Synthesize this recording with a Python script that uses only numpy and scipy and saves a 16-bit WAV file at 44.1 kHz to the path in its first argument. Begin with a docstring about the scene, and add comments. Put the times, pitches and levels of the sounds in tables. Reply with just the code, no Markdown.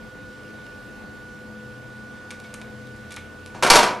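"""Ventilation hums and hisses throughout, and a small fast motor, a stack of shaft-order sines, whines close by.
A hand sealer held shut ticks and creaks: spiky noise chatters ring the resonances of its jaws.
Late on, a low tone swells and rises; then the sealer springs open and clatters on a steel table top,
its blows ringing plate and tool body over a soft low thump. Noise tails answer as a hard-walled room.
The loudest blows clip."""
import sys
import numpy as np
from scipy import signal
from scipy.fft import rfft, irfft, next_fast_len
from scipy.io import wavfile
from scipy.ndimage import uniform_filter1d, map_coordinates

SR = 44100
rng = np.random.default_rng(int(sys.argv[2]) if len(sys.argv) > 2 else 0)


def wrap_up_sound(samples):
    """Save the sound to the file named by the first command line argument, as 16-bit audio."""
    columns = np.atleast_2d(samples).T
    # keep every value between -1 and 1, then stretch to whole-number steps
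    tamed = np.clip(columns, -1, 1)
    steps = np.round(tamed * 32767).astype(np.int16)
    wavfile.write(sys.argv[1], SR, steps)


def invert_db(level):
    """Linear amplitude ratio for a level in decibels (20 dB per decade), elementwise."""
    return 10 ** (np.asarray(level, dtype=float) / 20)


N = 176400  # samples, 4 s


def unit(x):
    """Scales to rms 1."""
    return x / np.sqrt(np.mean(x ** 2) + 1e-20)


def along(points, hz):
    """Reads (f, value) points on a log frequency axis."""
    f, value = np.transpose(points)
    return np.interp(np.log(hz + 1), np.log(f + 1), value)


def curves(rows):
    """Draws one automation curve for each column after the time."""
    s, *columns = np.transpose(rows)
    return [np.interp(np.arange(N) / SR, s, column) for column in columns]


def wobble(rate):
    """A smooth random curve with rate knots a second."""
    knots = rng.standard_normal(int(N * rate / SR) + 4)
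    return map_coordinates(knots, [np.arange(N) * rate / SR])


def filtered(x, response):
    """Filters x by a complex response of frequency."""
    n = x.shape[-1]
    size = next_fast_len(n + 8192)
    spectrum = rfft(x, size) * response(np.fft.rfftfreq(size, 1 / SR))
    return irfft(spectrum, size)[..., :n]


def causal(gain):
    """The minimum-phase response with this gain, so that nothing sounds before the hit."""
    cepstrum = irfft(np.log(gain + 1e-6))
    half = len(cepstrum) // 2
    cepstrum[1:half] *= 2
    cepstrum[half + 1:] = 0
    return np.exp(rfft(cepstrum))


def spread(pair, alike):
    """Turns two unrelated signals into left and right with the given likeness."""
    def mid_side_gain(hz):
        angle = np.arccos(np.clip(along(alike, hz), -1, 1)) / 2
        return np.array([np.cos(angle), np.sin(angle)])

    mid, side = filtered(pair, mid_side_gain)
    return np.array([mid + side, mid - side])


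# spectrum of the ventilation hiss: f/Hz, relative density/dB per Hz
AIR_SPECTRUM = [(12, -40), (25, -18), (45, 1), (70, -4.5), (112, 0.5), (163, -1.5), (250, -0.5),
                (370, -4.5), (560, -7), (900, -10), (1330, -13), (2500, -17), (5000, -23.5), (9000, -31),
                (11500, -33.5), (13600, -36), (16000, -60)]
# stereo width of the hiss: f/Hz, left-right likeness (1 = mono)
AIR_LIKENESS = [(40, .8), (90, 0.73), (160, .65), (350, 0.6), (600, .52), (1000, 0.48), (1800, 0.59),
                (4000, 0.8), (7000, 0.44), (10000, 0.41), (13000, 0.34)]


def ventilation_hiss():
    """Air noise, shaped in frequency, with faint patches of louder and softer spectrum."""
    level_db, drift_db, drift_rate, patch_db = -45, 0.41, 2.37, 1.22  # rate in knots/s
    z = signal.stft(rng.standard_normal((2, N)), nperseg=512)[2]
    patches = uniform_filter1d(rng.standard_normal(z.shape[1:]), 6, 0)  # blurred over frequency
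    patches = unit(uniform_filter1d(patches, 14, 1))  # and over time
    noise = signal.istft(z * invert_db(patch_db * patches), nperseg=512)[1][:, :N]
    noise = filtered(noise, lambda hz: invert_db(along(AIR_SPECTRUM, hz)))
    return invert_db(level_db + drift_db * wobble(drift_rate)) * unit(spread(noise, AIR_LIKENESS))


# wavering hum tones: f/Hz, width/Hz, rms level/dB, pan/dB (added left, taken off right)
HUM_TONES = [(92, 5.08, -57, 1), (123.1, 2.14, -52, 0.5), (200.4, 6.73, -58.5, 1),
             (216.5, 5.02, -49.5, 0.8), (249, 6.25, -61, 1.5), (320, 8.37, -61, 3), (425.4, 6.15, -62.5, 1),
             (498.6, 3.5, -53, 0.2), (513.3, 3.05, -57.5, -0.2)]


def ventilation_hum():
    """Low sines; a greater width means more pitch drift and a faster level waver."""
    drift_share, drift_rate, waver_db = 0.2, 9, 3  # share of the width, knots/s
    out, t = np.zeros((2, N)), np.arange(N) / SR
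    for hz, width, db, pan_db in HUM_TONES:
        drift = np.cumsum(drift_share * width * wobble(drift_rate)) / SR
        tone = np.sin(2 * np.pi * (hz * t + drift) + rng.uniform(0, 2 * np.pi))
        tone = unit(tone * invert_db(waver_db * wobble(width)))
        out += tone * invert_db(db + np.array([[pan_db], [-pan_db]]))
    return out


# the passing low tone: t/s, f/Hz, rms level/dB
SWELL_PATH = [(2.95, 84, -57), (3.15, 84.1, -51), (3.35, 87, -47.5), (3.55, 90, -53), (3.7, 93.6, -60)]


def low_swell():
    """One centred sine that swells while its pitch climbs, then fades."""
    fade_in, fade_out = (2.75, 84, -90), (3.87, 93.6, -90)
    hz, db = curves([fade_in, *SWELL_PATH, fade_out])
    return np.sqrt(2) * invert_db(db) * np.sin(2 * np.pi * np.cumsum(hz) / SR)


# the whine, fifth multiple of the motor shaft: t/s, f/Hz, reference level/dB
WHINE_PATH = [(0.0, 1459, -45), (0.65, 1467, -42), (1.13, 1465, -43), (2.3, 1467, -42.5), (2.8, 1474, -45),
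              (3.14, 1469, -43), (3.46, 1472, -45), (3.56, 1472, -42), (3.6, 1474, -45)]
# harmonics of the shaft: multiple, rms level/dB against the reference
SHAFT_HARMONICS = [(1, -16), (4, -18.5), (5, -2), (6, -20)]


def motor_whine():
    """Sines at multiples of one shaft speed glide together; each wavers in level."""
    waver_db, waver_rate, pan_db = 0.5, 7.91, -1.2  # rate in knots/s; pan added left, taken off right
    hz, db = curves(WHINE_PATH)
    shaft_angle = 2 * np.pi * np.cumsum(hz / 5) / SR
    tone = np.zeros(N)
    for multiple, order_db in SHAFT_HARMONICS:
        level = invert_db(db + order_db + waver_db * wobble(waver_rate))
        tone += level * np.sin(multiple * shaft_angle + rng.uniform(0, 2 * np.pi))
    return np.sqrt(2) * tone * invert_db([[pan_db], [-pan_db]])


# decay of the room: f/Hz, t60/s
ROOM_DECAY = [(100, 0.32), (500, 0.53), (2000, 0.44), (5000, 0.31), (11000, 0.27)]
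# stereo width of the room: f/Hz, left-right likeness (1 = mono)
ROOM_LIKENESS = [(100, .92), (500, 1), (2000, .96), (4500, .99), (6500, .96), (9500, .7), (11500, .9),
                 (13000, .99)]


def room_tail():
    """A fresh stereo noise tail, left energy 1; each frequency dies at its own speed after a short gap."""
    gap_s = 0.004
    hz, t, z = signal.stft(rng.standard_normal((2, SR * 3 // 4)), SR, nperseg=256)
    decay = invert_db(-60 * t / along(ROOM_DECAY, hz)[:, None])
    tail = spread(signal.istft(z * decay, SR, nperseg=256)[1], ROOM_LIKENESS)
    return np.pad(tail / np.linalg.norm(tail[0]), ((0, 0), (round(gap_s * SR), 0)))


def chatter_burst(t, length):
    """Spiky noise that builds fast and dies over its length: surfaces rattling on each other."""
    rise_s, spiky_db = 0.0006, 4.5
    grains = rng.standard_normal(len(t)) * invert_db(spiky_db * rng.standard_normal(len(t)))
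    return grains * np.exp(-t / length) * (1 - np.exp(-t / rise_s))


def whitening(chatter):
    """A gain of frequency that evens out the broad lumps in one burst's spectrum."""
    even_hz = 400  # smoothing band
    n = len(chatter)
    power = uniform_filter1d(np.abs(rfft(chatter)) ** 2, size=int(even_hz * n / SR))
    lumps = np.sqrt(power)
    return lambda f: np.sqrt(lumps.mean() / np.interp(f, np.fft.rfftfreq(n, 1 / SR), lumps))


def body_ring(modes, ring_db):
    """A gain of frequency: the direct sound plus resonant modes, struck unevenly each time."""
    scatter_db = 3.5
    mode_db = [db + ring_db + scatter_db * rng.standard_normal() for _, _, db in modes]

    def gain(f):
        total = 1
        for (centre, width, _), db in zip(modes, mode_db):
            total = total + invert_db(db) * width * f / np.abs(centre ** 2 - f ** 2 + 1j * f * width)
        return total
    return gain


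def contacts(rows, colour, modes, gain_db, room_db):
    """Each contact is a chatter that rings the body and is answered by the room."""
    out, t = np.zeros((2, N + 2 * SR)), np.arange(SR // 4) / SR
    for s, db, tilt_db, length, ring_db in rows:
        chatter = chatter_burst(t, length)
        ring, white = body_ring(modes, ring_db), whitening(chatter)

        def response(f):
            tilted = along(colour, f) + tilt_db * np.log2((f + 50) / 2000)
            return causal(invert_db(tilted) * ring(f) * white(f))

        hit = filtered(chatter, response)
        # level by energy over the length, so long rings do not raise it
        hit = hit * invert_db(db + gain_db) / np.sqrt(np.sum(hit ** 2) / (length * SR / 2))
        wet = signal.fftconvolve(hit[None], room_tail(), axes=1)
        start = round(s * SR)
        out[:, start:start + len(t)] += hit
        out[:, start:start + wet.shape[1]] += invert_db(room_db) * wet
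    return out[:, :N]


def low_thump():
    """A soft, decaying, mostly sub-audible swing, downward first, during the loudest blows."""
    start_s, hz, level_db, t60_s = 3.701, 14, -18.5, 0.35
    t = np.maximum(np.arange(N) / SR - start_s, 0)
    return -invert_db(level_db - 60 * t / t60_s) * np.sin(2 * np.pi * hz * t)


# ticks of the jaws and the film: t/s, level/dB before the trim, tilt/dB per octave,
# length/s, ring/dB added to every mode
JAW_TICKS = [(.433, -40, .1, 0.0016, -3), (.665, -38, -.5, 0.0025, -3), (1.389, -45, 3, .002, -3),
             (2.3055, -24, 1.5, 0.0018, -2), (2.3105, -27.5, 3, .003, 1), (2.319, -32, -7, 0.0038, 4),
             (2.400, -32, 5, .0012, -3), (2.437, -42.5, -0.5, 0.033, -3), (2.5397, -25.5, 8.5, 0.0021, 5),
             (2.544, -30, -1, .003, -1), (2.615, -26, -.5, 0.00076, -3), (2.619, -30, -4, 0.0018, -5),
             (2.871, -40, 2.1, .002, -3), (2.962, -43, 6, .002, -3), (3.106, -36.5, 3, 0.0087, -5),
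             (3.117, -31, 0, .003, -5), (3.1215, -31.5, 6, 0.004, -6), (3.1295, -35, 4, .0012, -3),
             (3.1415, -30, 4, 0.0015, -5), (3.163, -28.5, 6.5, .003, -6), (3.167, -25.5, -5.5, 0.0053, 7),
             (3.178, -37, -6, 0.007, 6), (3.4615, -25, 4.5, 0.00058, -3), (3.475, -37, 3, .001, -3)]
# colour of the ticks: f/Hz, level/dB
TICK_SPECTRUM = [(200, -36), (800, 1), (2500, 5), (6000, -2.5), (11000, -11), (14000, -38)]
# resonances of the jaws: f/Hz, width/Hz, level/dB against the direct sound
JAW_MODES = [(1174, 25, 8), (1720, 46, -1.5), (2220, 45, 9), (2400, 54, 5), (3600, 150, 3),
             (6600, 350, -14), (8600, 700, -1.5)]


def sealer_ticks():
    """Jaws and film tick and creak as small contacts ring the jaws."""
    return contacts(JAW_TICKS, TICK_SPECTRUM, JAW_MODES, gain_db=-4.5, room_db=-6.5)


# blows of the tool on the table: t/s, level/dB before the trim, tilt/dB per octave,
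# length/s, ring/dB added to every mode
TABLE_BLOWS = [(3.545, -27, -2.5, 0.033, 12), (3.6245, -4, -0.75, 0.012, 5), (3.633, 1, -0.5, 0.0044, 7),
               (3.647, -3, -3, 0.0066, 6), (3.664, -5, -1, 0.012, 7.5), (3.674, -10.5, -1, 0.0058, 5),
               (3.7002, 5.5, 2.5, 0.0089, 6), (3.705, 3.5, 0.2, 0.0068, 11), (3.716, 1.3, -2, 0.0059, 7),
               (3.736, -1.5, 0, 0.0054, 7), (3.748, 0, -0.5, 0.0073, 3), (3.7555, 6.5, 0.56, .004, 8),
               (3.7605, 2.5, -.5, 0.0058, 3.5), (3.7655, -0.4, 0.5, 0.0062, 11), (3.789, -2, -0.5, .007, 5),
               (3.8305, -2, -0.5, 0.0048, 7), (3.838, -2, -2, 0.0061, 7), (3.870, -15.5, -3.5, 0.0038, 6),
               (3.908, -14.5, -4.5, 0.0058, 11)]
# colour of the blows: f/Hz, level/dB
BLOW_SPECTRUM = [(15, -50.5), (60, -23), (200, -14.5), (500, -11), (950, -8), (1600, -12), (2650, -10.5),
                 (4500, -17.5), (6000, -17), (9000, -19), (11500, -23), (12300, -33), (14000, -67)]
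# resonances of steel plate and tool body: f/Hz, width/Hz, level/dB against the direct sound
TABLE_MODES = [(203, 20, -3), (378, 8, 3), (489, 23, 0), (603.6, 10.4, 4.5), (744, 19, -5), (933, 27, 3),
               (988, 16, 1.5), (1140, 20, -6), (1360, 20, -1.5), (1477, 46, -0.5), (1614, 17, -3.5),
               (2320, 20, -6), (4380, 270, -1.5), (5430, 170, -6), (6150, 60, -8)]


def table_clatter():
    """The sprung tool strikes the steel top in quick blows that ring plate and body."""
    return contacts(TABLE_BLOWS, BLOW_SPECTRUM, TABLE_MODES, gain_db=-9.5, room_db=-1.5)


def scene():
    """Mixes room air, motor, table and sealer."""
    background = ventilation_hiss() + ventilation_hum() + low_swell() + motor_whine()
    return background + low_thump() + sealer_ticks() + table_clatter()


# level balance of the microphone pair: f/Hz, left minus right level/dB
PAIR_BALANCE = [(40, -3.5), (120, 2.5), (250, 1.5), (400, 2.1), (800, -0.4), (2500, -0.5), (8000, -0.3),
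                (10000, 1.5), (12000, -.1)]
# phase of the microphone pair: f/Hz, lead of the left/rad
PAIR_LEAD = [(40, -0.23), (150, -.02), (400, 0.34), (900, 0.18), (1800, .03), (12000, -0.18)]


def microphone_pair(dry):
    """Two microphones differ a little in level and phase, half the difference on each side."""
    side = np.array([[0.5], [-0.5]])

    def response(hz):
        return invert_db(side * along(PAIR_BALANCE, hz)) * np.exp(1j * side * along(PAIR_LEAD, hz))
    return filtered(dry, response)


def peak_clipping(x):
    """Flattens the loudest peaks with a fairly hard knee."""
    top, hardness = 1.02, 6  # full scale = 1
    return x / (1 + np.abs(x / top) ** hardness) ** (1 / hardness)


def low_pass(x):
    """Removes everything above the highest recorded frequency."""
    return signal.sosfilt(signal.butter(12, 13710, fs=SR, output="sos"), x)


def record(dry):
    """Picks the scene up in stereo, with the loudest peaks clipped."""
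    mix = peak_clipping(microphone_pair(dry))
    return low_pass(mix)


dry = scene()
out = record(dry)
wrap_up_sound(out)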